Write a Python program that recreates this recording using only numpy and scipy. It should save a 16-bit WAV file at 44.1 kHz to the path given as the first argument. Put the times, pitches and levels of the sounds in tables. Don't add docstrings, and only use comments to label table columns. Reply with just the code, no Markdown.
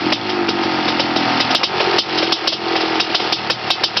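import sys
import numpy as np
from scipy import signal
from scipy.io import wavfile
from scipy.ndimage import uniform_filter1d

SR = 44100
rng = np.random.default_rng(int(sys.argv[2]) if len(sys.argv) > 2 else 0)


def put_to_file(sound):
    columns = np.atleast_2d(sound).T
    safe = np.clip(columns, -1, 1)
    whole_steps = np.round(safe * 32767)
    wavfile.write(sys.argv[1], SR, whole_steps.astype(np.int16))


N = 176400
T = np.arange(N) / SR

# (time [s], speed [turns/s])
CRANK_SPEED = [(0,40),(.11,46.6),(.15,51),(.25,50.6),(.36,49.4),(.47,47.7),(.6,47),(.8,43.7),(.95,41.6),(1.1,41.2),(1.35,40.6),(1.52,36),(1.7,42.4),(1.95,43.8),(2.14,42),(2.3,42.3),(2.45,35.5),(2.66,40.5),(2.95,43.8),(3.12,40.3),(3.3,39),(3.48,37),(3.68,35.2),(4,36)]
# (time [s], relative ring [dB], relative crack [dB], relative thump [dB], kick [turns/s])
HARD_FIRINGS = [(.120,-7.5,-11,-11,9.9),(0.29,-17.5,-20.5,-37,1.4),(0.483,-11,-16.5,-7,3),(0.63,-20.5,-20,-21,1),(.878,-12,-15,-11.5,1),(0.994,-8,-14.5,-50,2.3),
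                (1.159,-10,-15.5,-11,0.61),(1.400,-6.5,-12.5,-14,0.97),(1.502,-11.5,-16,-15,2.5),(1.547,2.5,-10.5,-8.5,10),(1.631,0,-9.5,-13,7),(1.801,-14.5,-12.5,-19.5,2.2),(1.982,1.5,-10.5,-8,7),
                (2.174,-11,-23.5,-36,0.82),(2.224,-15.5,-16,-15,0.94),(2.272,-31,-27,-15,0.17),(2.320,1,-13,-6,8.9),(2.472,-2.5,-14.5,-14,5.5),(2.522,-13.5,-19.5,-27,5.5),
                (2.755,-14,-16,-18,1.4),(2.805,-16.5,-23,-19,1.3),(2.854,-27,-33,-18,0.76),(2.952,-20,-20.5,-12.5,0.34),(2.997,-4.5,-13,-17,3.5),(3.097,-27.5,-21.5,-13.5,0.12),(3.145,-2.5,-14,-20,3),(3.197,-18,-15.5,-13.5,3.4),
                (3.321,-4.5,-14.5,-14,9),(3.498,-6.5,-12.5,-18,8.9),(3.702,1,-10.5,-14,8),(3.834,1.5,-12,-14,5.9),(3.966,-6.5,-14.5,-26,5.3)]
# (time [s], puffs [dB], rasp [dB], rattle [dB])
ENGINE_LEVELS = [(0, -24, -23, -24), (0.1, -18, -21, -25), (0.19, -35, -28, -32), (0.27, -25, -25, -26),
                 (0.4, -20.5, -22, -30), (0.55, -23.5, -23.5, -29.5), (0.63, -22, -21.5, -26),
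                 (0.85, -23, -20.5, -24), (1.1, -23, -21.5, -26.5), (1.36, -22.5, -18, -20),
                 (1.46, -28.5, -21.5, -24.5), (1.6, -29, -14, -24), (1.68, -29, -21.5, -28.5),
                 (1.78, -24.5, -20.5, -22.5), (1.95, -20, -18, -22), (2.03, -32.5, -23, -26.5),
                 (2.16, -20, -21.5, -22), (2.29, -23, -22.5, -23.5), (2.37, -35, -19, -24),
                 (2.45, -25, -22.5, -25), (2.58, -34.5, -30, -33), (2.68, -21.5, -21.5, -24.5),
                 (2.96, -24, -20.5, -25), (3.05, -28.5, -25, -27.5), (3.24, -25, -19.5, -23),
                 (3.37, -39, -27, -29), (3.47, -31.5, -22.5, -27.5), (3.56, -47, -28, -33.5),
                 (3.67, -30, -23.5, -25.5), (3.77, -32, -22, -26.5), (4, -31, -25, -28)]
# (time [s], boom pitch [Hz], boom width [Hz], puff pitch [Hz])
EXHAUST_TONE = [(0,328,49.7,290),(.15,326,86.6,276),(.27,360,35,310),(.48,337,24.4,292),(.65,338,47,286),(.85,333,55.6,262),(1.1,324,33.3,250),(1.5,268,60.8,216),(1.72,375,39.9,406),(1.95,358,58.8,395),(2.15,321,24.5,379),(2.7,331.5,27.2,392),(3,315.5,22.2,395),(4,339,53.7,390)]
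# (time [s], level [dB])
DRONE_LEVEL = [(0,-30.5),(.3,-36.5),(.7,-32),(1.1,-33.5),(1.5,-30.5),(1.7,-33.5),(2.5,-40),(3.2,-37),(4,-35)]
# (frequency [Hz], relative level [dB])
DRONE_SPECTRUM = [(20,-32),(60,-18.5),(85,-5.5),(105,3.5),(135,5),(165,-1.5),(210,8),(270,-3.5),(450,-30),(2000,-93.5)]
RATTLE_SPECTRUM = [(20,-54),(1200,-24.5),(2200,-11.5),(2800,-2),(3600,-7.5),(4300,-4.5),(5200,-6),(6000,-22)]
RASP_SPECTRUM = [(20,-52),(200,-15.5),(420,1.5),(600,0),(820,0.5),(1000,-2),(1260,0),(1600,-1),(2100,0),(2700,-4),(4000,-25),(6000,-39.5)]
BUZZ_SPECTRUM = [(20,-59.5),(250,-11.5),(430,-6),(600,-5.5),(800,1),(1000,-1),(1260,-5),(1600,-6.5),(2400,-15),(6000,-38)]
THUMP_SPECTRUM = [(20,-59.5),(120,-28.5),(220,-0.5),(330,12),(430,2.5),(560,-14),(800,-15.5),(2000,-47),(8000,-81.5)]
RING_SPECTRUM = [(20,-39),(800,-12),(2000,-34),(2600,-11.5),(3300,4),(4300,2),(5200,4.5),(6000,-8)]
CRACK_SPECTRUM = [(20,-27),(200,-28.5),(500,9.5),(800,8),(1300,4),(2000,3),(2800,6),(6000,-22)]
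# (frequency [Hz], relative level [dB], time to fade by 60 dB [s])
STEEL_NOTES = [(2218,-10,.1),(2608,-3,.17),(2835,-3,.15),(3078,0,.11),(3402,-2,.08),(3541,-2,.13),(4012,-6,.07),(4585,-7,.06)]
# (frequency [Hz], width [Hz], relative level [dB])
PIPE_NOTES = [(635,14,-1.5),(754.3,15,5),(783,40,1.5),(896,41,4.5),(1036,56,-4.5),(1249,28,1.5)]

EXHAUST_LAG_S, PIPE_ECHO_S = .005, .00865
PUFF_SPREAD_DB, BUZZ_SPREAD_DB = 4.5, 3


def amp(db):
    return 10 ** (np.asarray(db) / 20)


def unit(x):
    return x / np.sqrt(np.mean(x ** 2) + 1e-20)


def curve(table, column=1):
    rows = np.array(table, float)
    return np.interp(T, rows[:, 0], rows[:, column])


def delay(x, seconds):
    return np.interp(T - seconds, T, x)


def convolve(x, response):
    return signal.fftconvolve(x, response)[:N]


def colour(x, spectrum, size=4096):
    hz, db = np.transpose(spectrum)
    bin_hz = abs(np.fft.fftfreq(size, 1 / SR))
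    log_gain = np.log(amp(np.interp(np.log(bin_hz + 1), np.log(hz), db)))
    response = np.fft.ifft(np.exp(np.conj(signal.hilbert(log_gain)))).real[:size // 2]
    return convolve(x, response / np.linalg.norm(response))


def resonate(x, hz, width):
    spin = np.exp(2j * np.pi * np.cumsum(hz * np.ones(N)) / SR)
    decay = np.exp(-np.pi * width * np.ones(N) / SR)
    shifted, state = x / spin, np.zeros(1, complex)
    for part in np.array_split(np.arange(N), 100):
        kept = decay[part[0]]
        shifted[part], state = signal.lfilter([1 - kept], [1, -kept], shifted[part], zi=state)
    return 2 * (spin * shifted).real


def burst(start, rise, hold, fall):
    t = T - start
    return np.clip(t / rise, 0, 1) * np.exp(-np.clip((t - hold) / fall, 0, 50))


def crank():
    speed = curve(CRANK_SPEED)
    for start, *_, kick in HARD_FIRINGS:
        speed += kick * burst(start, rise=.0065, hold=.008, fall=.085)
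    turns = np.cumsum(speed) / SR
    openings = np.array([start for start, *_ in HARD_FIRINGS if start > 1.1]) + EXHAUST_LAG_S
    slip = np.unwrap(np.interp(openings, T, turns) % 1, period=1)
    return turns - np.interp(T, openings, slip)


def strokes(turns, spread_db):
    clicks = np.diff(np.floor(turns), prepend=np.floor(turns[0]))
    return clicks * amp(spread_db * rng.uniform(-1.1, 1, N))


def pulsing_noise(turns, depth, phase):
    return rng.standard_normal(N) * np.exp(depth * np.cos(2 * np.pi * (turns + phase)))


def air():
    return amp(-53) * colour(rng.standard_normal(N), [(20, 5), (120, 0), (1000, -2.5), (6000, -23)])


def drone(turns):
    pushes = unit(strokes(turns + .4, PUFF_SPREAD_DB)) + .5 * rng.standard_normal(N)
    return unit(colour(pushes, DRONE_SPECTRUM)) * curve_gain(DRONE_LEVEL)


def curve_gain(table, column=1):
    return amp(curve(table, column))


def chamber(x, crowd_fade_s=.11):
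    t = T[:SR // 2]
    strong = sum(amp(db - 60 * t / fade_s) * np.sin(2 * np.pi * (hz * t + rng.random()))
                 for hz, db, fade_s in STEEL_NOTES)
    crowd = colour(rng.standard_normal(N), RING_SPECTRUM)[:len(t)] * amp(-60 * t / crowd_fade_s)
    ring = unit(strong) + unit(crowd)
    return convolve(x, ring / np.linalg.norm(ring))


def rattle(turns, grain_db=2.5):
    grain = amp(grain_db * unit(uniform_filter1d(rng.standard_normal(N), size=70)))
    clatter = unit(grain * pulsing_noise(turns, depth=.17, phase=.18))
    clatter *= curve_gain(ENGINE_LEVELS, column=3)
    return amp(-2.5) * colour(clatter, RATTLE_SPECTRUM) + amp(-7.5) * chamber(clatter)


def lull(db_per_kick=-.7):
    kicks = sum(kick * burst(start + .0076, rise=.0078, hold=.029, fall=.02)
                for start, *_, kick in HARD_FIRINGS)
    return amp(db_per_kick * kicks)


def rasp(turns, spurt_fade_s=.017, buzz_lead_s=.008):
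    t = T[:SR // 20]
    spurt = rng.standard_normal(len(t)) * np.exp(-t / spurt_fade_s)
    spurts = convolve(strokes(turns, BUZZ_SPREAD_DB), spurt)
    buzz = unit(colour(delay(spurts, -buzz_lead_s), BUZZ_SPECTRUM))
    swirl = unit(pulsing_noise(turns, depth=.34, phase=.47))
    pushes = unit(strokes(turns, BUZZ_SPREAD_DB)) + .25 * swirl
    pipe = unit(sum(amp(db) * resonate(pushes, hz, width) for hz, width, db in PIPE_NOTES))
    gas = unit(colour(swirl, RASP_SPECTRUM) + amp(-1.5) * buzz + amp(-2.5) * pipe)
    return gas * curve_gain(ENGINE_LEVELS, column=2) * lull()


def silencer(x):
    return resonate(x, hz=curve(EXHAUST_TONE), width=curve(EXHAUST_TONE, column=2))


def exhaust(turns, puff_width_hz=170):
    puff_hz = curve(EXHAUST_TONE, column=3)
    puffs = strokes(turns, PUFF_SPREAD_DB)
    for _ in range(2):
        puffs = resonate(puffs, puff_hz, puff_width_hz)
    puffs = unit(signal.sosfilt(signal.butter(2, 170, "high", fs=SR, output="sos"), puffs))
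    boom = silencer(puffs)
    boom /= np.sqrt(uniform_filter1d(boom ** 2, size=4000) + 1e-9)
    echoing = puffs + .24 * delay(puffs, PIPE_ECHO_S)
    return unit(boom + amp(-3.5) * echoing) * curve_gain(ENGINE_LEVELS)


def thumps(boost_db=17.5):
    clicks = np.zeros(N)
    for start, _, _, thump_db, _ in HARD_FIRINGS:
        clicks[round((start + EXHAUST_LAG_S) * SR)] = amp(thump_db + boost_db)
    thuds = colour(clicks, THUMP_SPECTRUM)
    return thuds + 1.15 * delay(silencer(thuds), PIPE_ECHO_S)


def pops():
    crack_gain, ring_gain = np.zeros(N), np.zeros(N)
    for start, ring_db, crack_db, *_ in HARD_FIRINGS:
        crack_gain += amp(crack_db) * burst(start, rise=.0016, hold=.0073, fall=.0057)
        for fall in (.0052, .024):
            ring_gain += amp(ring_db) * burst(start, rise=.0078, hold=.013, fall=fall)
    shock = ring_gain * rng.standard_normal(N)
    crack = colour(crack_gain * rng.standard_normal(N), CRACK_SPECTRUM)
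    return crack + amp(-10) * colour(shock, RING_SPECTRUM) + amp(-18) * chamber(shock)


def scene():
    turns = crank()
    engine = drone(turns) + rattle(turns) + rasp(turns) + exhaust(turns) + thumps() + pops()
    return (air() + engine)[None]


def record(dry, limit_db=-10.5, recover_db_per_s=75, ceiling=.76, edge_hz=5950, top_hz=15800):
    power_db = 10 * np.log10(abs(uniform_filter1d(dry[0] ** 2, size=130)) + 1e-12)
    recovery = T * recover_db_per_s
    held_db = np.maximum.accumulate(power_db + recovery) - recovery
    over_db = np.maximum(held_db - limit_db, 0)
    ducked = dry / amp(signal.lfilter([1 / 90], [1, 1 / 90 - 1], over_db))
    treble_cut = signal.firwin(201, edge_hz, window=("kaiser", 8), fs=SR)
    dulled = signal.oaconvolve(ducked, treble_cut[None], "same")
    rounded = dulled / (1 + (dulled / ceiling) ** 20) ** (1 / 20)
    top_cut = signal.firwin(511, top_hz, window=("kaiser", 9), fs=SR)
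    return signal.oaconvolve(rounded, top_cut[None], "same")


dry = scene()
out = record(dry)
put_to_file(out)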